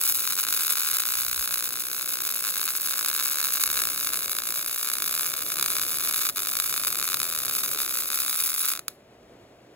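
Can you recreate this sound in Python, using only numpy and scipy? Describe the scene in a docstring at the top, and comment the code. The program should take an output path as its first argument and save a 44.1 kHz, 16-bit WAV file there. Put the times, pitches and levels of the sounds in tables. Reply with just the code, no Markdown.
"""Wire-feed welding on a steel joint, close by. About 65 times a second the wire shorts into the pool and the arc
strikes again with a sharp pop; between pops it sizzles. Nearby steel returns quick echoes, the workshop a short tail.
The arc drops out once, then stops with a last pop, leaving the murmur of the shop. A small stereo microphone pair."""
import sys
import numpy as np
from scipy import signal
from scipy.fft import rfft, irfft, next_fast_len
from scipy.io import wavfile

SR = 44100
rng = np.random.default_rng(int(sys.argv[2]) if len(sys.argv) > 2 else 0)


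def store_pcm(level_fs):
    """Save levels as 16-bit WAV."""
    pcm = np.round(np.clip(level_fs, -1, 1) * 32767).astype(np.int16)
    wavfile.write(sys.argv[1], SR, np.atleast_2d(pcm).T)


N = 429975

# the arc striking again: (s, peak dB)
POPS = [(0.0129, -27.5), (0.0239, -30.2), (0.0366, -31.1), (0.0498, -29.2), (0.0676, -24.7), (0.0815, -30.2),
        (0.0945, -32.9), (0.0987, -24.5), (0.1116, -32.1), (0.124, -31.2), (0.1544, -30.0), (0.1761, -30.1),
        (0.1874, -26.6), (0.1946, -30.1), (0.2084, -28.7), (0.2216, -31.4), (0.2389, -28.5), (0.2446, -31.6),
        (0.2527, -24.6), (0.2713, -32.1), (0.2752, -18.7), (0.2915, -31.7), (0.3012, -27.0), (0.3068, -26.0),
        (0.3117, -27.6), (0.3234, -23.9), (0.333, -24.7), (0.3543, -30.2), (0.3662, -28.8), (0.3769, -24.6),
        (0.3883, -20.8), (0.3995, -21.6), (0.4311, -25.2), (0.4378, -23.6), (0.4504, -23.5), (0.4679, -24.4),
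        (0.4751, -26.5), (0.4873, -20.9), (0.5066, -25.7), (0.5256, -18.8), (0.539, -24.0), (0.5482, -26.7),
        (0.5641, -25.9), (0.5754, -24.7), (0.5913, -27.9), (0.5965, -24.2), (0.602, -29.7), (0.6078, -24.3),
        (0.6206, -24.2), (0.6342, -25.3), (0.6378, -31.7), (0.6483, -24.2), (0.6661, -27.7), (0.68, -23.3),
        (0.6951, -25.1), (0.7064, -23.4), (0.7105, -25.2), (0.7225, -23.2), (0.7346, -24.3), (0.7551, -22.5),
        (0.7708, -23.5), (0.7751, -23.8), (0.7834, -23.9), (0.7992, -26.6), (0.8061, -25.2), (0.8183, -24.5),
        (0.8337, -24.9), (0.842, -31.7), (0.8476, -25.2), (0.8613, -24.0), (0.8737, -22.2), (0.8773, -27.1),
        (0.8882, -23.2), (0.9005, -25.4), (0.9149, -23.3), (0.9248, -27.9), (0.9321, -24.2), (0.9469, -24.5),
        (0.9582, -26.7), (0.9691, -21.7), (0.9867, -24.7), (0.9981, -23.8), (1.0017, -22.1), (1.0209, -25.5),
        (1.0362, -23.4), (1.0542, -22.1), (1.0714, -26.4), (1.0886, -22.6), (1.1054, -24.9), (1.122, -24.1),
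        (1.1384, -22.1), (1.1541, -23.4), (1.1713, -26.5), (1.1866, -24.2), (1.2018, -25.3), (1.218, -24.7),
        (1.2337, -24.9), (1.2496, -26.7), (1.2656, -24.7), (1.282, -25.9), (1.2972, -26.3), (1.3138, -24.8),
        (1.3297, -23.4), (1.3453, -26.1), (1.3617, -28.5), (1.3778, -25.2), (1.394, -25.2), (1.4104, -25.1),
        (1.4266, -25.3), (1.4426, -25.7), (1.4583, -26.6), (1.4758, -22.2), (1.492, -28.0), (1.5093, -24.6),
        (1.5253, -25.9), (1.5418, -21.7), (1.5579, -25.0), (1.5749, -25.2), (1.5917, -25.7), (1.6076, -25.4),
        (1.6252, -24.4), (1.6417, -27.4), (1.658, -28.6), (1.674, -28.0), (1.6908, -28.5), (1.7068, -27.5),
        (1.7241, -30.0), (1.7398, -27.7), (1.7565, -26.4), (1.7727, -27.4), (1.7893, -30.0), (1.8058, -28.7),
        (1.8215, -30.2), (1.8378, -29.3), (1.8532, -31.0), (1.8686, -29.4), (1.8852, -28.4), (1.8999, -30.4),
        (1.9148, -27.6), (1.9309, -28.6), (1.9466, -26.9), (1.9649, -27.6), (1.9804, -29.1), (1.9961, -26.2),
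        (2.0113, -25.6), (2.0272, -27.3), (2.0442, -29.8), (2.0615, -28.8), (2.0768, -27.7), (2.0928, -28.3),
        (2.1082, -29.8), (2.1241, -27.9), (2.1398, -28.7), (2.1556, -26.1), (2.1714, -26.8), (2.1878, -27.0),
        (2.2046, -25.0), (2.2205, -27.1), (2.2365, -29.1), (2.2511, -27.3), (2.2641, -26.2), (2.2762, -26.1),
        (2.2901, -24.2), (2.3035, -26.5), (2.3234, -28.4), (2.3392, -28.7), (2.3565, -26.9), (2.3723, -26.8),
        (2.391, -28.8), (2.4068, -25.3), (2.4246, -26.8), (2.4405, -24.6), (2.4497, -23.1), (2.4589, -25.5),
        (2.4696, -24.9), (2.478, -24.8), (2.4898, -24.6), (2.507, -28.0), (2.5232, -30.4), (2.54, -27.2),
        (2.5572, -24.6), (2.568, -24.5), (2.5822, -30.8), (2.5919, -31.4), (2.5959, -24.4), (2.6148, -23.0),
        (2.6297, -24.1), (2.6417, -30.7), (2.6571, -31.1), (2.6676, -27.5), (2.6782, -22.2), (2.6859, -24.6),
        (2.6897, -23.4), (2.7049, -25.3), (2.7205, -31.7), (2.7362, -29.7), (2.7522, -24.1), (2.7662, -31.6),
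        (2.7832, -28.8), (2.8003, -28.6), (2.8165, -33.1), (2.831, -29.7), (2.8468, -26.9), (2.8601, -25.7),
        (2.8733, -24.4), (2.8857, -24.7), (2.9093, -23.3), (2.9241, -25.7), (2.9349, -23.8), (2.9394, -23.9),
        (2.9584, -27.1), (2.9739, -27.5), (2.9832, -27.4), (2.9918, -20.9), (3.0107, -22.8), (3.0281, -24.0),
        (3.0475, -21.4), (3.0613, -21.7), (3.0768, -24.6), (3.0852, -23.6), (3.09, -25.2), (3.1007, -23.2),
        (3.1143, -23.5), (3.1301, -24.8), (3.1499, -22.5), (3.1633, -24.6), (3.1778, -27.1), (3.1838, -25.6),
        (3.1924, -23.4), (3.1975, -21.4), (3.207, -23.5), (3.2109, -23.7), (3.2257, -23.4), (3.2416, -25.6),
        (3.2558, -26.6), (3.2593, -22.5), (3.2747, -24.8), (3.289, -25.0), (3.3066, -27.6), (3.3198, -25.4),
        (3.3332, -26.1), (3.3446, -25.0), (3.357, -24.6), (3.3714, -25.3), (3.3855, -23.1), (3.4001, -24.6),
        (3.4038, -23.2), (3.4148, -24.0), (3.4282, -24.2), (3.4422, -22.3), (3.4468, -23.6), (3.456, -23.2),
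        (3.4696, -24.4), (3.4856, -23.8), (3.49, -27.3), (3.5059, -24.8), (3.5228, -25.9), (3.5376, -27.6),
        (3.552, -24.4), (3.5581, -26.6), (3.571, -22.9), (3.5778, -23.9), (3.5979, -24.6), (3.6112, -24.2),
        (3.6176, -25.6), (3.6378, -16.3), (3.659, -23.7), (3.6761, -21.0), (3.6902, -27.7), (3.7016, -20.2),
        (3.7149, -25.6), (3.7291, -26.0), (3.7429, -23.5), (3.7572, -25.8), (3.7702, -22.3), (3.775, -20.1),
        (3.7909, -21.2), (3.7989, -26.6), (3.803, -25.1), (3.8188, -20.1), (3.8375, -21.8), (3.8537, -21.9),
        (3.872, -22.9), (3.8886, -24.1), (3.9046, -27.2), (3.9198, -28.2), (3.9327, -27.1), (3.9478, -29.9),
        (3.961, -26.9), (3.9775, -25.7), (3.9936, -28.0), (4.0105, -24.9), (4.0293, -25.7), (4.0465, -25.3),
        (4.0654, -27.2), (4.0717, -20.9), (4.0907, -25.7), (4.1033, -26.7), (4.1207, -30.0), (4.1273, -28.1),
        (4.1344, -21.4), (4.143, -22.6), (4.1579, -24.8), (4.172, -27.0), (4.1914, -26.7), (4.2069, -29.9),
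        (4.2226, -27.3), (4.2307, -27.8), (4.2439, -26.8), (4.259, -27.0), (4.2806, -24.8), (4.2956, -25.9),
        (4.3157, -26.5), (4.331, -25.0), (4.351, -26.9), (4.3666, -24.8), (4.3868, -21.1), (4.402, -28.2),
        (4.4207, -26.1), (4.4363, -26.6), (4.4549, -27.8), (4.4712, -26.9), (4.4893, -26.6), (4.5062, -24.7),
        (4.5236, -24.9), (4.5412, -27.4), (4.5584, -26.4), (4.5762, -27.3), (4.5933, -25.3), (4.6116, -28.0),
        (4.6277, -27.8), (4.6455, -28.2), (4.662, -27.4), (4.6789, -27.8), (4.6956, -27.0), (4.7119, -28.2),
        (4.728, -28.6), (4.7438, -31.1), (4.7608, -26.3), (4.778, -27.0), (4.7954, -27.5), (4.8126, -27.0),
        (4.8299, -24.1), (4.8471, -24.8), (4.8547, -31.8), (4.8623, -27.1), (4.8738, -25.2), (4.8818, -27.6),
        (4.8874, -23.4), (4.9004, -22.4), (4.9165, -24.0), (4.9369, -23.1), (4.9541, -24.6), (4.9688, -26.1),
        (4.9847, -25.6), (5.0022, -25.4), (5.0222, -19.1), (5.0422, -23.7), (5.0612, -25.4), (5.0776, -23.8),
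        (5.0938, -25.7), (5.111, -26.9), (5.1267, -25.2), (5.1409, -23.5), (5.151, -26.0), (5.1645, -24.4),
        (5.1772, -22.9), (5.1952, -21.1), (5.2098, -23.6), (5.2254, -29.4), (5.2321, -24.5), (5.2454, -25.6),
        (5.2581, -25.9), (5.263, -23.5), (5.2752, -27.1), (5.2866, -32.4), (5.2914, -30.2), (5.307, -29.4),
        (5.3182, -28.0), (5.3351, -30.2), (5.3387, -21.1), (5.3495, -30.3), (5.3531, -30.6), (5.3651, -29.8),
        (5.3789, -28.5), (5.392, -26.9), (5.4061, -28.6), (5.4189, -29.3), (5.4237, -26.3), (5.4344, -32.2),
        (5.4642, -27.7), (5.482, -31.0), (5.4972, -33.0), (5.5022, -25.0), (5.5198, -22.8), (5.5252, -31.6),
        (5.5411, -28.3), (5.5576, -25.6), (5.5694, -24.8), (5.5829, -25.7), (5.5871, -24.3), (5.5966, -20.9),
        (5.6114, -22.8), (5.6266, -17.7), (5.6424, -23.4), (5.6613, -19.2), (5.6826, -22.2), (5.7032, -22.5),
        (5.7121, -30.4), (5.7184, -27.1), (5.723, -25.4), (5.7346, -26.0), (5.7539, -23.1), (5.767, -21.5),
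        (5.7846, -21.8), (5.7893, -30.3), (5.7966, -21.9), (5.8156, -22.8), (5.8214, -27.4), (5.8344, -23.1),
        (5.8509, -27.5), (5.8657, -26.9), (5.8811, -27.6), (5.8938, -27.5), (5.9056, -28.2), (5.9188, -26.1),
        (5.9312, -26.7), (5.9434, -24.6), (5.957, -29.0), (5.9718, -27.8), (5.9854, -26.3), (5.998, -26.0),
        (6.0068, -26.2), (6.0104, -28.7), (6.0247, -26.7), (6.0382, -26.5), (6.0499, -25.2), (6.0599, -27.9),
        (6.0744, -22.4), (6.0827, -30.5), (6.093, -24.7), (6.0974, -26.8), (6.1115, -23.1), (6.1251, -27.9),
        (6.1382, -23.0), (6.1437, -21.4), (6.1619, -22.6), (6.1759, -28.7), (6.1805, -27.0), (6.1923, -24.3),
        (6.2093, -26.5), (6.2161, -24.0), (6.2226, -25.0), (6.2342, -25.8), (6.2524, -21.2), (6.2581, -24.6),
        (6.2683, -21.7), (6.2898, -20.3), (6.2969, -24.3), (6.3607, -27.2), (6.3711, -25.0), (6.3817, -23.0),
        (6.3923, -23.9), (6.4029, -25.5), (6.4207, -27.7), (6.4325, -27.0), (6.4505, -25.7), (6.4592, -27.8),
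        (6.4713, -22.9), (6.4917, -24.1), (6.5197, -26.5), (6.5365, -26.2), (6.5537, -22.1), (6.5688, -22.9),
        (6.5886, -24.7), (6.6003, -16.5), (6.6223, -26.4), (6.6413, -24.8), (6.6597, -26.6), (6.6669, -29.7),
        (6.6765, -28.2), (6.6952, -25.4), (6.7066, -28.9), (6.7266, -22.0), (6.7408, -20.6), (6.7636, -22.8),
        (6.7778, -21.5), (6.7985, -24.9), (6.8064, -29.7), (6.8154, -28.3), (6.8364, -21.0), (6.8489, -22.4),
        (6.8717, -20.9), (6.881, -23.0), (6.9039, -26.5), (6.9128, -29.3), (6.9269, -24.1), (6.947, -26.5),
        (6.9557, -22.9), (6.9732, -27.3), (6.9878, -24.5), (6.9981, -23.1), (7.0143, -23.0), (7.0268, -20.3),
        (7.0425, -24.8), (7.0537, -26.5), (7.0772, -21.1), (7.0887, -22.3), (7.101, -23.5), (7.1195, -22.8),
        (7.1308, -22.3), (7.1435, -16.9), (7.1471, -31.4), (7.171, -24.1), (7.2014, -20.5), (7.2168, -21.7),
        (7.2308, -22.1), (7.2426, -26.6), (7.2537, -26.3), (7.2653, -29.2), (7.2769, -29.9), (7.2881, -28.1),
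        (7.3006, -28.6), (7.3123, -27.9), (7.325, -24.4), (7.3368, -26.7), (7.3499, -24.5), (7.3622, -25.5),
        (7.3758, -26.1), (7.3877, -25.7), (7.4028, -25.8), (7.4199, -28.8), (7.4352, -25.0), (7.4504, -25.5),
        (7.466, -26.7), (7.4817, -24.2), (7.4967, -23.9), (7.5116, -24.3), (7.5243, -27.8), (7.5386, -30.4),
        (7.5517, -24.6), (7.5675, -25.8), (7.5834, -27.0), (7.589, -28.8), (7.6072, -27.8), (7.6173, -31.2),
        (7.6364, -22.2), (7.6494, -27.6), (7.6611, -24.6), (7.6803, -27.4), (7.6917, -29.2), (7.7151, -25.2),
        (7.7329, -26.5), (7.7475, -25.7), (7.7606, -28.4), (7.7745, -24.7), (7.7882, -23.3), (7.8029, -20.7),
        (7.8171, -24.0), (7.8325, -25.4), (7.8483, -26.6), (7.8629, -24.9), (7.8783, -25.1), (7.8936, -27.9),
        (7.9092, -26.4), (7.9247, -29.5), (7.9405, -26.8), (7.955, -25.1), (7.9723, -24.1), (7.9889, -26.6),
        (8.0056, -26.1), (8.0223, -25.9), (8.0354, -27.8), (8.0455, -32.4), (8.0578, -28.9), (8.0742, -31.7),
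        (8.0892, -29.0), (8.1029, -22.4), (8.1168, -24.6), (8.1307, -23.8), (8.1442, -23.2), (8.1589, -28.3),
        (8.1745, -22.9), (8.1886, -24.1), (8.2035, -25.0), (8.2189, -25.3), (8.2341, -25.2), (8.2489, -25.3),
        (8.2637, -24.8), (8.2807, -24.0), (8.2963, -24.7), (8.3114, -27.6), (8.3288, -22.7), (8.3352, -31.5),
        (8.3438, -25.4), (8.3548, -25.1), (8.3796, -27.6), (8.3905, -26.6), (8.4016, -23.3), (8.4137, -26.7),
        (8.4245, -26.5), (8.4388, -28.8), (8.4507, -29.6), (8.462, -27.3), (8.477, -28.6), (8.4906, -26.3),
        (8.504, -25.6), (8.5183, -26.7), (8.5311, -28.1), (8.5468, -29.0), (8.5622, -26.6), (8.5789, -27.1),
        (8.6049, -25.8), (8.6177, -28.3), (8.6325, -26.7), (8.6403, -27.5), (8.6457, -26.3), (8.6497, -24.0),
        (8.6637, -24.9), (8.6786, -26.5), (8.6869, -25.4), (8.7028, -23.8), (8.7174, -23.5), (8.722, -26.9),
        (8.7364, -23.5), (8.7523, -27.4), (8.7619, -29.6), (8.7748, -28.3), (8.7927, -27.1), (8.882, -21.4)]   # fixed
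# the burning arc between pops: (s, sizzle dB)
ARC = [(0.0, -29), (0.64, -30), (1.86, -34.5), (2.84, -31.5), (4.24, -31), (4.58, -35), (5.91, -31.5), (6.91, -32.5),
       (7.11, -34.5), (8.55, -30.5), (8.65, -30), (8.7, -28), (8.8, -60)]
# the shop: (s, murmur dB, low rumble dB)
SHOP = [(0.0, -55.5, -72), (0.87, -57.5, -73), (1.41, -57.5, -53.5), (1.47, -55.5, -71), (3.56, -55.5, -72), (3.72, -52, -56),
        (4.8, -55.5, -79), (5.67, -50.5, -64), (6.54, -55, -68), (6.57, -53.5, -62), (7.68, -51, -67), (8.61, -58, -72),
        (9.37, -55.5, -69), (9.75, -54.5, -75)]
# echoes off the work piece: (delay at the start ms, delay at the end ms, dB); the torch travels along the joint
ECHOES = [(.84, .84, 16.5), (1.6, 1.652, 7), (2.2, 2.2, -0.5), (2.9, 2.3, 0.5)]
# colours at the left microphone: (Hz, dB per Hz)
POP_COLOUR = [(150, -32), (450, -19), (800, -13.5), (1250, 1), (1700, 0.5), (2000, -6.5), (2400, -4), (3200, -9),
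              (4000, 2), (5300, -5.5), (7600, -4), (9500, -18), (11200, 4.5), (12600, -21), (13500, -3), (15500, -5)]
SIZZLE_COLOUR = [(500, -34.5), (1300, -10), (3000, -11.5), (4000, -4.5), (7600, -6), (11200, 2.5), (13400, 1.5), (15500, 0)]
MURMUR_COLOUR = [(53, -38.5), (90, -12.5), (119, -5.5), (172, -10.5), (200, -8.5), (265, -7.5), (337, -6), (392, -7.5),
                 (519, -8.5), (658, -5), (817, -14), (3190, -23.5), (15800, -40)]
# right microphone against left: (Hz, right dB, share of reflected sound that both hear alike)
PAIR = [(250, 0, 1), (450, 3.5, 0.97), (795, -3.5, 0.71), (1300, -6, 0.74), (2650, -0.5, 0.59), (4000, -4.5, 0.59), (6900, -1, 0.74),
        (15000, 0, 0.64)]
SCATTER_DB, SCATTER_T60_S = -7, 0.021   # dense reflections off bench and clamps
ROOM_DB, ROOM_T60_S = -28, 0.22
CUTOFF_HZ = 15900   # fixed
SIZE = next_fast_len(N + 8192)   # fixed
HZ = np.maximum(np.fft.rfftfreq(SIZE, 1 / SR), 1)
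# the arc is out: (from s, to s, sizzle drop dB)
OUTAGES = [(6.302, 6.357, -15), (8.797, 8.88, -18), (8.886, 9.75, -50)]
RIGHT_LATE_MS, RIGHT_EARLY_MS, SWAP_HZ, IN_PHASE_HZ = .07, .241, 5600, 11125   # fixed: right lags in the mids, leads in the treble
# small objects scatter treble best: (Hz, dB)
SCATTER_COLOUR = [(500, -4), (1500, -10), (5000, 2), (11000, -2.5)]


def from_db(db):
    """Decibels to gain."""
    return 10 ** (np.asarray(db) / 20)


def rms_one(x):
    """Scales to rms 1."""
    return x / np.sqrt(np.mean(x ** 2) + 1e-20)


def in_time(rows):
    """Columns of a curve table, one value per sample."""
    s, *columns = np.transpose(rows)
    return [np.interp(np.arange(N) / SR, s, c) for c in columns]


def at_hz(points, column=1):
    """One column of a table by frequency, read on the FFT grid."""
    return np.interp(np.log(HZ), np.log(np.array(points)[:, 0]), np.array(points)[:, column])


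def colour(x, spectrum):
    """Causal (minimum-phase) filter with the given spectrum, by folding the cepstrum."""
    cepstrum = irfft(np.log(from_db(at_hz(spectrum))), SIZE)
    cepstrum[1:SIZE // 2] *= 2
    cepstrum[SIZE // 2 + 1:] = 0
    return irfft(rfft(x, SIZE) * np.exp(rfft(cepstrum)), SIZE)[..., :N]


def drift(rate):
    """Slow chance of spread 1."""
    r = np.exp(-2 * np.pi * rate / SR)
    return rms_one(signal.lfilter([1], [1, -2 * r, r * r], rng.standard_normal(N + SR))[SR:])


def pops():
    """Each strike is one pressure click; its treble edge is sharper or blunter by chance."""
    s, peak_db = np.transpose(POPS)
    at = np.round((s - ECHOES[0][0] / 1000) * SR).astype(int)   # the first echo is the loudest arrival
    clicks, edges = np.zeros((2, N))
    clicks[at] = from_db(peak_db + 9.5)
    edges[at] = clicks[at] * (from_db(rng.normal(0, 2.2, len(at))) - 1)
    return clicks + signal.sosfilt(signal.butter(2, 6000, "high", fs=SR, output="sos"), edges + 1e-18)


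def sizzle():
    """Tiny spits of the arc root and spatter, in clumps, over the hiss of the gas."""
    t, level_db = np.arange(N) / SR, in_time(ARC)[0] - 11
    for start, end, drop_db in OUTAGES:
        level_db = level_db + drop_db * np.clip((t - start) / .008, 0, 1) * (t < end)
    sizes = from_db(4.7 * np.minimum(rng.exponential(1, N), 5)) * rng.choice([-1, 1], N)
    spits = sizes * (rng.random(N) < 3000 * from_db(4.0 * drift(60)) / SR)
    hiss = from_db(-17 + 2.9 * drift(35)) * rng.standard_normal(N)
    return from_db(level_db) * rms_one(rms_one(spits) + hiss)


def echoes(x):
    """The direct sound and its copies off the steel."""
    out, n = x.copy(), np.arange(N)
    for start_ms, end_ms, db in ECHOES:
        lag = np.round(np.linspace(start_ms, end_ms, N) * SR / 1000).astype(int)
        out += from_db(db) * x[np.maximum(n - lag, 0)]
    return out


def reflections(x, db, t60):
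    """Countless small reflections, never twice alike: two noises under the dying power of the source."""
    power = signal.lfilter([1], [1, -from_db(-120 / (t60 * SR))], x ** 2 + 1e-18)
    return from_db(db) * np.sqrt(power) * rng.standard_normal((2, N))


def scattered(x, spectrum):
    """A source at the microphones: direct sound with echoes, then two unlike diffuse tails."""
    late = np.roll(x, round(.0011 * SR))   # the dense reflections set in after the main arrival
    tails = colour(reflections(late, SCATTER_DB, SCATTER_T60_S), SCATTER_COLOUR)
    tails += reflections(late, ROOM_DB, ROOM_T60_S)
    return colour(np.vstack([echoes(x), tails]), spectrum)


def pair(direct, diffuse):
    """Left and right: level and arrival time differ by frequency; part of the diffuse sound is unlike."""
    alike = np.clip(at_hz(PAIR, column=2), 0, 1)
    treble = 1 / (1 + (SWAP_HZ / HZ) ** 12)
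    turn = 2j * np.pi * HZ / 1000
    shift = (1 - treble) * np.exp(-turn * RIGHT_LATE_MS) + treble * np.exp(turn * (1 - IN_PHASE_HZ / HZ) * RIGHT_EARLY_MS)
    mid = rfft(direct, SIZE) + np.sqrt((1 + alike) / 2) * rfft(diffuse[0], SIZE)
    side = np.sqrt((1 - alike) / 2) * rfft(diffuse[1], SIZE)
    return irfft([mid + side, from_db(at_hz(PAIR)) * (shift * mid - side)], SIZE)[:, :N]


def shop():
    """Murmur of fans and machines, and a lumpy rumble under it."""
    murmur_db, rumble_db = in_time(SHOP)
    murmur = rms_one(colour(rng.standard_normal((2, N)), MURMUR_COLOUR))
    rumble = signal.sosfilt(signal.butter(2, [38, 90], "band", fs=SR, output="sos"), rng.standard_normal(N))
    return from_db(murmur_db + 2.5 + .8 * drift(9)) * murmur, from_db(rumble_db) * rms_one(rumble)


def scene():
    """Arc, echoes, room and shop at the two microphones."""
    arc = scattered(pops(), POP_COLOUR) + scattered(sizzle(), SIZZLE_COLOUR)
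    murmur, rumble = shop()
    return pair(arc[0] + rumble, arc[1:] + murmur)


def record(dry):
    """The top is cut."""
    return signal.sosfilt(signal.cheby2(14, 60, CUTOFF_HZ * 1.04, fs=SR, output="sos"), dry)   # fixed


dry = scene()
out = record(dry)
store_pcm(out)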